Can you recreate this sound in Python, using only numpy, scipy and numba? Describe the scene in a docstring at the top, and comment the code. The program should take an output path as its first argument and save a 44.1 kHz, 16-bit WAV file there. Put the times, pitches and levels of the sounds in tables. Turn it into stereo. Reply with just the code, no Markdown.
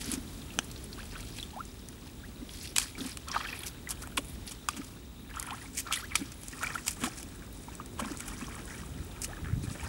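"""A shallow muddy pond outdoors: two people clear wet weeds from a log, a few metres from stereo microphones.
Stems snap and tear as shaped noise bursts; bubbles and a knock are damped sines, gulps swelling sines,
squelches upward glides. Slosh and leaf rustle are swarms of small rings; near the end the log rumbles
on the mud and creaks. A low rumble, hiss, drone, insect-like band and thin steady high whine lie underneath."""
import sys
import numpy as np
from scipy import signal
from scipy.fft import rfft, irfft, next_fast_len
from scipy.io import wavfile
from scipy.ndimage import uniform_filter1d, map_coordinates
from numba import njit

SR = 44100
rng = np.random.default_rng(int(sys.argv[2]) if len(sys.argv) > 2 else 0)


def transcribe(u):
    """Save the signal u as a 16-bit wav file named by the first command-line argument.

    u: samples, shape (n,) or (channels, n), limited to [-1, 1]; the rate is SR.
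    q: integer samples, one column per channel.
    """
    v = np.clip(np.atleast_2d(u).T, -1, 1)
    q = np.round(v * 32767).astype(np.int16)
    wavfile.write(sys.argv[1], SR, q)


N = 435708
T = np.arange(N) / SR


def undb(db):
    """Decibels to gain."""
    return 10 ** (np.asarray(db) / 20)


def curve(rows):
    """Join (time [s], value) rows by straight lines."""
    return np.interp(T, *np.transpose(rows))


def unit(x):
    """Scale to an rms of 1."""
    return x / np.sqrt(np.mean(x ** 2) + 1e-20)


def band(x, lo_hz, hi_hz, order=2):
    """Causal Butterworth band-pass."""
    edges_hz = [lo_hz, min(hi_hz, SR / 2 - 1)]
    return signal.sosfilt(signal.butter(order, edges_hz, "band", fs=SR, output="sos"), x)


def colour(x, points):
    """Shape a spectrum by (frequency [Hz], gain [dB]) points, joined on a log frequency axis."""
    size = next_fast_len(N)
    hz, db = np.transpose(points)
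    bins_hz = np.maximum(np.arange(size // 2 + 1) * SR / size, 1)
    gain = undb(np.interp(np.log(bins_hz), np.log(hz), db))
    return irfft(rfft(x, size) * gain, size)[..., :N]


def walk(rate_hz):
    """Random values, rate_hz new ones per second, joined by straight lines; spread near 1."""
    return np.interp(T * rate_hz, np.arange(N // 20), rng.standard_normal(N // 20))


def pair(size, likeness):
    """Left and right noise that are partly alike."""
    mid, side = rng.standard_normal((2, size))
    c = np.clip(likeness, 0, 1)
    return np.sqrt((1 + c) / 2) * mid + np.sqrt((1 - c) / 2) * np.array([side, -side])


def panned(x, pan_db):
    """Tip a sound left (positive) or right at constant power."""
    return x * unit(undb(np.array([[pan_db], [-pan_db]]) / 2))


def add(out, s, x):
    """Mix x into out from time s."""
    i = max(int(s * SR), 0)
    out[:, i:i + x.shape[-1]] += x[..., :max(N - i, 0)]


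def efforts(rows, attack_s, release_s, rest_db=-100):
    """Level in dB of movements (time, length, level): each builds up, holds, dies away; powers add."""
    power = np.full(N, undb(rest_db) ** 2)
    for s, length_s, db in rows:
        t = T[:int((length_s + 8 * release_s) * SR)]
        envelope = np.minimum(t / attack_s, 1) * np.exp(-np.maximum(t - length_s, 0) / release_s)
        add(power[None], s, (undb(db) * envelope) ** 2)
    return 10 * np.log10(power)


@njit
def rings(size, start_s, hz, t60_s, gain, rise):
    """Damped sines whose pitch climbs by the share rise while they die away."""
    out = np.zeros(size)
    for k in range(len(start_s)):
        first, count, phase = int(start_s[k] * SR), int(t60_s[k] * SR) + 2, 0.
        for i in range(max(0, min(count, size - first))):
            phase += 2 * np.pi * hz[k] * (1 + rise * i / count) / SR
            onset = 1 - np.exp(-phase / 3)
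            out[first + i] += gain[k] * np.sin(phase) * onset * 1000. ** (-i / count)
    return out


def cloud(count, lo_hz, hi_hz, cycles, spread_db, rise, points, even_s):
    """Swarm of small unequal rings spread left to right, held near a running rms of 1 over even_s."""
    when, pitch, life, size, place = rng.random((count, 5)).T
    hz = lo_hz * (hi_hz / lo_hz) ** pitch
    gain = undb(-spread_db * np.log(np.maximum(size, .004))) * np.sqrt(hz)
    t60_s = cycles * (.5 + life) / hz
    sides = [rings(N, when * N / SR, hz, t60_s, gain * (.5 + p), float(rise)) for p in (place, 1 - place)]
    x = colour(np.array(sides), points)
    power = uniform_filter1d(np.mean(x ** 2, axis=0), int(even_s * SR))
    return x / np.sqrt(np.abs(power) + 1e-12)


# still air over the pond: (frequency [Hz], relative density [dB])
AIR_COLOUR = [(100, -42), (400, -10), (650, -12.5), (1200, -5), (2000, -10), (3000, -9.5), (4400, -13),
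              (7500, -10.5), (10500, -12.5), (13000, -16.5), (15000, -20.5)]
# hiss: (time [s], level [dB])
HISS_LEVEL = [(0, -50), (1.9, -55), (4.8, -53), (5.1, -58), (5.6, -54), (9.88, -54)]
WHINE_HZ = 15719


def air(drone_db=-57, ring_db=-66, whine_db=-65, whine_width_hz=5):
    """Wide hiss, a low drone, a faint insect-like band and a thin steady high whine."""
    mid, side = colour(rng.standard_normal((2, N)), AIR_COLOUR)
    # long waves reach both microphones alike
    side = 1.21 * band(side, 910, 18000, order=1)
    hiss = unit(np.array([mid + side, mid - side])) * undb(curve(HISS_LEVEL) + .5 * walk(2.36))
    drone = unit(band(rng.standard_normal(N), 229.6, 274.7)) * undb(drone_db + 2 * walk(13.0))
    ring = unit(band(pair(N, likeness=.9), 3520, 3980)) * undb(ring_db + 2 * walk(40))
    whine = np.sqrt(2) * np.sin(2 * np.pi * np.cumsum(WHINE_HZ + whine_width_hz * walk(30)) / SR)
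    return hiss + drone + ring + undb(whine_db) * whine


# breeze on the microphones: (time [s], level [dB])
BREEZE_LEVEL = [(0.0, -44), (1.2, -44.5), (1.7, -47.5), (3.8, -46), (4.35, -44.5), (4.6, -48), (6.9, -46.5),
                (8.1, -44.5), (8.8, -44)]
# its spectrum: (frequency [Hz], relative level [dB])
BREEZE_SPECTRUM = [(20, -28), (32, -8), (42, 4.5), (65, 2), (100, -3), (160, -6), (260, -8.5), (380, -12),
                   (500, -19), (900, -25), (2000, -46)]


def breeze(flutter_db=0.5):
    """Breeze: a fluttering low rumble of coloured noise, the same on both sides."""
    rumble = unit(colour(rng.standard_normal(N), BREEZE_SPECTRUM))
    return rumble * undb(curve(BREEZE_LEVEL) + flutter_db * walk(12))


# one hard, dry knock: (time [s], level [dB], left minus right [dB])
KNOCK_EVENT = (.5892, -7.5, -7)
# its modes: (frequency [Hz], level re knock [dB], t60 [s])
KNOCK_RING = [(584, -28, 0.0085), (900, -7, 0.0043), (1650, 2.5, 0.0035), (2770, 5, 0.0024),
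              (3030, -4, 0.0054), (6080, 3, 0.0039), (7700, -1, 0.0016), (9600, -25, .002)]


def knock():
    """A hard blow excites damped modes that die away within a few milliseconds."""
    s, db, pan_db = KNOCK_EVENT
    hz, mode_db, t60_s = np.array(KNOCK_RING, float).T.copy()
    ring = rings(N, np.full(len(hz), s), hz, t60_s, undb(db + mode_db), 0.)
    return panned(ring, pan_db)


# shoves that shift the log on the mud: (time [s], length [s], level [dB])
LOG_SHOVES = [(8.77, 0.21, -46), (8.95, 0.059, -38), (9.39, 0.32, -37.5), (9.49, 0.086, -29.5),
              (9.81, .07, -40)]
SHOVE_ATTACK_S, SHOVE_RELEASE_S = 0.023, 0.019
# creak as the log turns: (time [s], length [s], slips [1/s], pitch [Hz], level [dB])
LOG_CREAK = (9.444, .12, 76, 1750, -49)


def log():
    """The heavy trunk bumps dully over the mud; its bark sticks and slips in a short creak."""
    bumps = cloud(count=2200, lo_hz=55.3, hi_hz=376, cycles=3.2, spread_db=5, rise=0,
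                  points=[(30, 3), (80, 4.5), (150, 2.5), (300, -6.5), (500, -24), (1200, -40)],
                  even_s=0.044)
    shove_gain = undb(efforts(LOG_SHOVES, SHOVE_ATTACK_S, SHOVE_RELEASE_S))
    out = unit(bumps.mean(axis=0)) * shove_gain * np.ones((2, 1))
    s, length_s, slips_hz, hz, db = LOG_CREAK
    t = T[:int(length_s * SR)]
    slip_envelope = np.exp(-(t * slips_hz % 1) / 0.39 - 2 * t / length_s)
    slips = slip_envelope * pair(t.size, likeness=0.6)
    add(out, s, undb(db) * unit(band(slips, hz / 1.4, hz * 1.21)))
    return out


# air pockets closing behind a hand or foot: (time [s], pitch [Hz], relative level [dB])
GULP_EVENTS = [(0.085, 246, -31), (0.131, 263, -30.5), (0.172, 265, -33), (0.582, 235, -33.5),
               (2.42, 257, -36), (3.009, 262, -28), (3.05, 258, -30), (4.179, 271, -31.5),
               (4.737, 272, -39), (4.77, 286, -36), (4.795, 272, -32), (6.21, 278, -31),
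               (7.031, 246, -25.5), (7.064, 318, -34), (8.017, 220, -30), (8.055, 235, -32),
               (8.11, 285, -30.5), (8.419, 253, -33)]
GULP_SWELL_S = 0.0074


def gulps(level_db=-1, stir_db=-11, stir_s=0.018):
    """A hollow in the water closes and throbs for a few deep cycles, while the water around it heaves."""
    out, t, stir = np.zeros((2, N)), T[:SR // 8], np.zeros(N)
    swell = (t / GULP_SWELL_S * np.exp(1 - t / GULP_SWELL_S)) ** 1.44
    for s, hz, db in GULP_EVENTS:
        add(out, s, undb(db + level_db) * swell * np.sin(2 * np.pi * hz * t))
        stir = np.maximum(stir, undb(db) * np.exp(-np.abs(T - s) / stir_s))
    heave = unit(band(rng.standard_normal(N), 173, 356))
    return out + undb(stir_db) * stir * heave


# mud sucking at a narrowing air hole:
# (time [s], length [s], first pitch [Hz], last pitch [Hz], level before flutter [dB])
SQUELCH_EVENTS = [(0.977, 0.031, 817, 2000, -46), (1.532, 0.029, 780, 1040, -48),
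                  (1.562, 0.023, 710, 880, -37), (1.584, 0.033, 957, 1460, -37.5),
                  (2.231, 0.024, 1300, 2090, -48.5), (5.513, 0.037, 786, 1407, -39),
                  (6.022, 0.04, 1138, 2260, -43), (9.273, 0.065, 453, 1074, -47.5)]


def squelches(rough_db=3, wobble=0.042, flutter_hz=260):
    """An air hole in the mud shrinks, so its note slides up; the soft rim flutters and breaks the note."""
    out = np.zeros((2, N))
    for s, length_s, first_hz, last_hz, db in SQUELCH_EVENTS:
        u = np.linspace(0, 1, int(length_s * SR))
        knots = rng.standard_normal((2, SR // 1000))
        size, pitch = (np.interp(u * length_s * flutter_hz, np.arange(row.size), row) for row in knots)
        hz = first_hz * (last_hz / first_hz) ** u * np.exp(wobble * pitch)
        phase = 2 * np.pi * np.cumsum(hz) / SR
        envelope = undb(db + rough_db * size) * np.abs(np.sin(np.pi * u)) ** 0.3
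        add(out, s, envelope * np.sin(phase))
    return out


# single loud bubbles: (time [s], starting pitch [Hz], relative level [dB])
BUBBLE_EVENTS = [(0.505, 2690, -40), (1.158, 1440, -38.5), (1.399, 3820, -35), (1.428, 3390, -31),
                 (2.952, 2250, -39.5), (3.28, 1291, -36), (3.302, 1030, -34), (3.348, 1500, -27),
                 (3.361, 900, -21), (3.364, 1190, -18), (3.406, 1210, -31), (3.445, 1270, -36),
                 (3.489, 2610, -32), (3.528, 2400, -31), (3.873, 1960, -31.5), (4.037, 1370, -36),
                 (4.177, 1050, -27.5), (4.187, 530, -29), (4.687, 1136, -19), (5.311, 1650, -39.5),
                 (5.37, 1291, -30.5), (5.427, 2000, -35), (5.475, 970, -36), (5.616, 1900, -39),
                 (5.658, 2130, -37.5), (5.886, 1200, -33.5), (5.91, 1254, -24.5), (5.973, 1930, -29.5),
                 (6.119, 2190, -34), (6.153, 1240, -25), (6.534, 1808, -35), (6.636, 1420, -24),
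                 (6.643, 2250, -24.5), (6.669, 2300, -24), (6.703, 1710, -31), (6.755, 1370, -23.5),
                 (7.039, 955, -27.5), (7.074, 720, -31.5), (7.684, 930, -33.5), (7.8, 1165, -29),
                 (7.995, 1070, -26), (8.001, 557, -32), (8.02, 544, -33), (8.048, 1010, -33),
                 (8.118, 1270, -39), (8.319, 1200, -37.5), (8.412, 1050, -36), (8.421, 2550, -33.5),
                 (8.483, 1033, -38.5), (8.565, 1110, -38.5), (8.706, 1910, -35.5), (8.834, 1130, -39.5),
                 (9.332, 1690, -36), (9.753, 550, -39), (9.831, 900, -36)]
BUBBLE_T60_S = 0.028


def bubbles(rise=0.18, level_db=3, split_db=-11, split_s=.007, spread=0.195, pan_db=-1.5, count=3):
    """A pocket of air breaks into one large ringing bubble and a few lesser ones of nearby pitch."""
    s, hz, db = np.array(BUBBLE_EVENTS, float).T.copy()
    t60_s = np.full(len(s), BUBBLE_T60_S)
    out = rings(N, s, hz, t60_s, undb(db + level_db), float(rise))
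    for _ in range(count):
        delay, pitch, size = rng.standard_normal((len(s), 3)).T
        lesser_s = s + split_s * np.abs(delay)
        lesser_hz = hz * np.exp(spread * pitch)
        out += rings(N, lesser_s, lesser_hz, 0.53 * t60_s, undb(db + split_db + 2 * size), float(rise))
    return panned(out, pan_db)


# a leg or hand sweeps through the water: (time [s], length [s], relative level [dB])
WATER_STROKES = [(0.0, 0.13, -50), (0.48, .12, -56), (0.96, 0.051, -51), (1.11, 0.08, -52.5),
                 (1.36, .27, -59), (2.05, 0.019, -55), (2.76, 0.064, -45), (2.96, 0.14, -50.5),
                 (3.27, .28, -44.5), (3.32, 0.14, -44.5), (3.38, 0.079, -55), (3.58, .2, -55.5),
                 (3.87, 0.21, -53), (4.45, 0.038, -56.5), (4.68, .11, -54), (5.28, 0.024, -50.5),
                 (5.33, 0.2, -45.5), (5.56, 0.076, -49.5), (5.85, 0.13, -43.5), (6.09, 0.14, -50),
                 (6.51, 0.28, -46), (6.6, 0.084, -43), (6.95, 0.25, -51.5), (7.01, 0.021, -38),
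                 (7.3, 0.04, -53), (7.4, 0.068, -56), (7.66, 0.18, -53), (7.97, 0.13, -44),
                 (8.18, 0.21, -49.5), (8.39, 0.21, -47), (8.66, .14, -47), (8.82, 0.33, -56.5),
                 (9.14, 0.25, -50.5), (9.62, 0.19, -49), (9.78, 0.11, -45)]
# spectrum of the stirred water: (frequency [Hz], gain [dB])
WATER_COLOUR = [(200, -31), (450, 2), (700, -2), (1150, 4), (1800, 5.5), (2800, 9.5), (4500, 7.5),
                (9000, 28)]
# the water takes a moment to get going, then settles to a gentle lapping
STROKE_ATTACK_S, STROKE_RELEASE_S, LAPPING_REST_DB = 0.017, 0.048, -61.5


def slosh(bubble_db=-4, churn_db=-4.0, gurgle_db=-47, lapping_db=2, surge_db=1.35, pan_db=-1.5,
          gush_db=-7, gush_growth=1.5):
    """Stirred water: little bubbles over a churn of shorter ones; a gush grows faster than the strokes."""
    distinct = cloud(count=3200, lo_hz=750, hi_hz=3200, cycles=32, spread_db=4.2, rise=.24,
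                     points=WATER_COLOUR, even_s=.07)
    churn = cloud(count=18000, lo_hz=450, hi_hz=5000, cycles=15, spread_db=3, rise=.18,
                  points=WATER_COLOUR, even_s=.06)
    gush = cloud(count=2600, lo_hz=850, hi_hz=1900, cycles=40, spread_db=3, rise=.2,
                 points=WATER_COLOUR, even_s=.05)
    db = efforts(WATER_STROKES, STROKE_ATTACK_S, STROKE_RELEASE_S, LAPPING_REST_DB)
    db = db + surge_db * walk(22) + lapping_db * walk(110)
    # gentle stirring traps little air, hard stirring shreds it: single bubbles stand out in between
    blend_db = np.minimum(np.abs(db - gurgle_db) / 4, 3) - 0.5
    water = undb(db + bubble_db - blend_db) * distinct + undb(db + churn_db + blend_db / 2) * churn
    gush_gain = undb(gurgle_db + gush_db + gush_growth * (db - gurgle_db))
    return panned(water + gush_gain * gush, pan_db)


# wet weeds dragged or brushed aside: (time [s], length [s], relative level [dB], left minus right [dB])
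WEED_PULLS = [(0.0, 0.12, -41, 5.5), (0.255, 0.34, -59, 10), (0.612, 0.24, -52.5, 4), (0.91, 0.56, -53, 5),
              (1.497, 1, -68, 8), (2.495, 0.18, -48.5, 3.5), (2.754, 0.053, -35, 5), (2.972, .11, -45.5, 5),
              (3.296, 0.37, -43, 2.5), (3.986, 0.037, -54, -4), (4.173, 0.17, -52, 6),
              (4.458, 0.02, -45, 5), (4.678, 0.033, -44.5, 1), (4.724, 0.18, -59.5, 3),
              (5.325, 0.35, -52.5, 7), (5.73, 0.091, -45, 0), (5.908, 0.089, -38.5, 4),
              (6.137, 0.048, -42.5, 6), (6.228, 0.11, -52, 5), (6.405, 0.45, -48, 1), (6.568, .17, -46, 2),
              (6.852, 0.049, -37.5, -2.5), (6.986, 0.087, -41.5, -4), (7.125, 0.065, -45.5, -2),
              (7.252, 0.077, -54.5, -6), (7.512, 0.15, -52.5, -2), (7.711, 0.024, -49, -4),
              (7.962, 0.27, -51, -6), (8.172, 0.16, -47, -1), (8.372, 0.42, -47.5, -1),
              (8.786, 0.58, -57, 0), (9.617, 0.36, -48, 3)]
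# spectrum of the leaves: (frequency [Hz], gain [dB])
LEAF_SPECTRUM = [(500, -34), (1500, 0.5), (3000, 0), (4200, 2.5), (5100, 3), (6300, -0.5), (8500, 2),
                 (10500, 4), (13000, -2), (16000, -11)]
# the leaves spring back and keep dripping faintly
PULL_ATTACK_S, PULL_RELEASE_S, DRIPPING_DB = 0.018, 0.044, -63


def rustle(tick_db=-3, brush_db=-4, ragged_db=3, tug_db=2.5):
    """Wet leaves tick and droplets land, over the finer, ragged brushing of blades."""
    ticks = cloud(count=3200, lo_hz=3500, hi_hz=14000, cycles=11, spread_db=4.6, rise=.05,
                  points=LEAF_SPECTRUM, even_s=.1)
    # each tick sets its leaf shivering for a moment
    t = T[:SR // 100]
    shiver = unit(rng.standard_normal(t.size) * np.exp(-t / 0.0036)) / np.sqrt(t.size)
    ticks = signal.fftconvolve(ticks, 0.64 * (shiver + (t == 0))[None], axes=1)[:, :N]
    brush = cloud(count=50000, lo_hz=2000, hi_hz=13500, cycles=8.0, spread_db=-1.5, rise=0,
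                  points=LEAF_SPECTRUM, even_s=0.042)
    pull_db = []
    for side in (1, -1):
        rows = [(s, length_s, db + side * pan_db / 2) for s, length_s, db, pan_db in WEED_PULLS]
        pull_db.append(efforts(rows, PULL_ATTACK_S, PULL_RELEASE_S, DRIPPING_DB))
    pull_db = np.array(pull_db) + tug_db * walk(25)
    leaves = undb(tick_db) * ticks + undb(brush_db + ragged_db * walk(220)) * brush
    return leaves * undb(pull_db)


# low, middle and treble bands of snaps and tears: (from [Hz], to [Hz])
BURST_BANDS = [(850, 2420), (2000, 3620), (4200, 10300)]


def burst(envelope, length_s, band_db, pan_db, likeness):
    """Noise under an envelope; each band's energy is that of its level held for length_s."""
    noise = pair(len(envelope), likeness) * envelope
    parts = [band(noise, lo_hz, hi_hz, order=2) for lo_hz, hi_hz in BURST_BANDS]
    mix = sum(undb(db) * unit(part) for db, part in zip(band_db, parts))
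    return panned(mix, pan_db) * np.sqrt(length_s * SR / len(envelope))


# weeds tearing and water thrown up:
# (time [s], length [s], low [dB], middle [dB], treble [dB], left minus right [dB])
WEED_TEARS = [(0.005, 0.019, -58, -46, -42.5, 2), (0.109, 0.07, -48, -47, -41, 3),
              (1.361, 0.028, -62, -47, -46.5, 3), (2.788, 0.071, -59, -56, -39, 2),
              (3.337, 0.024, -36, -61, -57, -3), (3.659, 0.022, -55.0, -44, -34.5, 1),
              (3.896, 0.028, -43, -40.5, -33, 0), (4.016, 0.014, -46, -59, -40, 2),
              (4.169, 0.015, -60, -39, -31.5, -3), (4.508, 0.018, -50, -44.5, -40.5, 2),
              (5.765, 0.059, -55.0, -38.5, -32.5, -3), (5.912, 0.047, -52, -32.5, -59, -14),
              (6.621, 0.016, -33, -58, -40, 1), (6.744, 0.012, -43, -44, -40.5, -21),
              (6.859, 0.049, -44.5, -40.5, -36, 5), (7.036, 0.049, -41.5, -42, -39, -3),
              (7.99, 0.02, -36.5, -38.5, -37.5, -5), (8.043, 0.017, -53, -44, -62, -5),
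              (9.228, 0.034, -63, -49, -36.5, -3), (9.834, 0.023, -46, -64, -48, -10)]


def tears(fibres_db=4.0, fibre_s=0.001584, tail_s=0.0078):
    """Many fibres give way one after another, so the burst is ragged."""
    out, t = np.zeros((2, N)), T[:SR // 5]
    for s, length_s, *band_db, pan_db in WEED_TEARS:
        fibres = np.interp(t / fibre_s, np.arange(t.size), rng.standard_normal(t.size))
        attack = np.minimum(t / (0.21 * length_s), 1)
        tail = np.exp(-np.maximum(t - 0.63 * length_s, 0) / tail_s)
        envelope = attack * tail * undb(fibres_db * fibres)
        add(out, s, burst(envelope, length_s, band_db, pan_db, likeness=0.37))
    return out


# stems snapping and water slapping:
# (time [s], length [s], low [dB], middle [dB], treble [dB], left minus right [dB])
STEM_SNAPS = [(0.138, .0068, -50, -41, -32.5, 6), (0.644, 0.0072, -53, -60, -43, -7),
              (0.714, 0.0054, -62, -58, -38, 1), (1.055, .004, -62, -50, -46, 2),
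              (1.205, 0.007, -59, -51, -42.5, 5), (1.386, 0.0043, -41, -37, -52, 1),
              (1.4282, .0043, -59, -57, -43, 3), (1.653, .0023, -61, -54, -43.5, 6),
              (1.887, 0.002, -60, -50, -36, -25), (2.493, .005, -51, -43, -59, 0),
              (2.7625, 0.0045, -32.5, -21, -21.5, -2), (2.783, 0.0037, -24, -21.5, -15.5, 2),
              (2.797, 0.0073, -54, -41, -30, 0), (2.816, 0.0046, -55, -34, -44, -6),
              (3.172, 0.0029, -39, -36.5, -32.5, 1), (3.285, 0.0033, -50, -61, -33.5, 0),
              (3.351, 0.002, -32, -46, -47, -4), (3.634, 0.0065, -46, -36.5, -38, -2),
              (3.891, .004, -52, -46, -31, -2), (3.91, .0025, -42, -42, -26, 0),
              (4.034, 0.0026, -42, -44, -41, 0), (4.0735, .0025, -38, -47, -40, 0),
              (4.175, 0.0095, -27.5, -23.5, -30.5, 0), (4.247, 0.0037, -58, -48, -46, -1),
              (4.6868, 0.0052, -30, -28.5, -23.5, 1), (4.766, 0.018, -47.5, -46.5, -42.5, 3),
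              (4.8446, .007, -57, -55, -46.5, 4), (5.3974, 0.0034, -43, -39, -26.5, 1),
              (5.427, 0.0024, -41, -41, -30, -1), (5.5065, 0.0048, -34.5, -34.5, -59, -9),
              (5.925, .0048, -36, -27.5, -27, 13), (5.9343, 0.0073, -52, -48, -27.5, -19),
              (6.155, 0.0071, -30.5, -21, -20, 1), (6.319, 0.0075, -47, -50, -40.5, 0),
              (6.434, .0026, -46, -46, -38, 2), (6.483, 0.0025, -50, -44, -33, 13),
              (6.631, 0.004, -34, -50, -36, -6), (6.6685, 0.0038, -53, -36, -42, -2),
              (6.8803, 0.0038, -31, -23, -18, -10.5), (6.909, .003, -56, -47, -33, -8),
              (7.037, 0.0091, -29, -29.5, -31.5, -4), (7.229, 0.0029, -56, -39, -35.5, -4),
              (7.752, .003, -60, -52, -39, 0), (7.86, 0.0037, -67, -51, -41.5, -3),
              (8.118, .005, -52, -46, -41, -3), (8.1727, 0.0021, -48, -48, -34, 4),
              (8.205, 0.0028, -40, -39, -30.5, -14), (8.281, 0.0088, -49, -40, -37.5, -10),
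              (9.218, 0.0082, -51, -41, -31.5, -3), (9.2446, 0.0064, -56, -34, -30, -8)]


def snaps(spray_db=-23, spray_s=.022):
    """Each stem breaks with a crack, splinters for some milliseconds and flicks off a little spray."""
    out, t = np.zeros((2, N)), T[:SR // 6]
    crack = 2.1 * np.exp(-t / .0003)
    for s, length_s, *band_db, pan_db in STEM_SNAPS:
        splinters = np.exp(-(t / length_s) ** 2.2)
        # longer breaks throw more spray
        spray = undb(spray_db) * np.exp(-t / spray_s) * min(length_s / 0.025, 1) ** 2
        add(out, s, burst(crack + splinters + spray, length_s, band_db, pan_db, likeness=0.73))
    return out


def bank(x, near_db=-11, near_s=0.0059, far_db=-25, far_s=0.28):
    """Grass and water scatter the treble at once; the reeds further off return a faint tail."""
    t = T[:SR // 3]

    def tail(decay_s):
        """Decaying noise of unit energy per side."""
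        noise = pair(t.size, likeness=0.051) * np.exp(-t / decay_s) * (t > .0005)
        return unit(noise) / np.sqrt(t.size)

    scatter = band(undb(near_db) * tail(near_s) + undb(far_db) * tail(far_s), 590, 9400, order=2)
    return x + signal.fftconvolve(x, scatter, axes=1)[:, :N]


# where the work is: (time [s], lag of the left microphone [ms])
WORK_BEARING = [(0, -0.022), (.4, 0.0046), (.6, .11), (.9, -0.015), (2.8, -0.023), (3.2, 0.024),
                (3.6, 0.075), (4.3, 0.096), (4.6, -0.054), (5.2, 0.071), (5.9, 0.15), (6.15, -0.031),
                (6.5, .13), (9.88, .12)]


def scene():
    """The work in the weeds reaches the nearer microphone first; the deep sounds reach both alike."""
    left, right = knock() + squelches() + bubbles() + slosh() + rustle() + tears() + snaps()
    late = np.arange(N) - curve(WORK_BEARING) * SR / 1000
    left = map_coordinates(left, [late], order=3)
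    return air() + breeze() + bank(np.array([left, right]) + log() + gulps())


TOP_HZ = 16000


def record(dry):
    """The microphones' electronics cut the deepest bass and the top."""
    dry = signal.sosfilt(signal.butter(2, 32, "high", fs=SR, output="sos"), dry)
    return signal.sosfilt(signal.ellip(8, .2, 70, TOP_HZ, fs=SR, output="sos"), dry)


dry = scene()
out = record(dry)
transcribe(out)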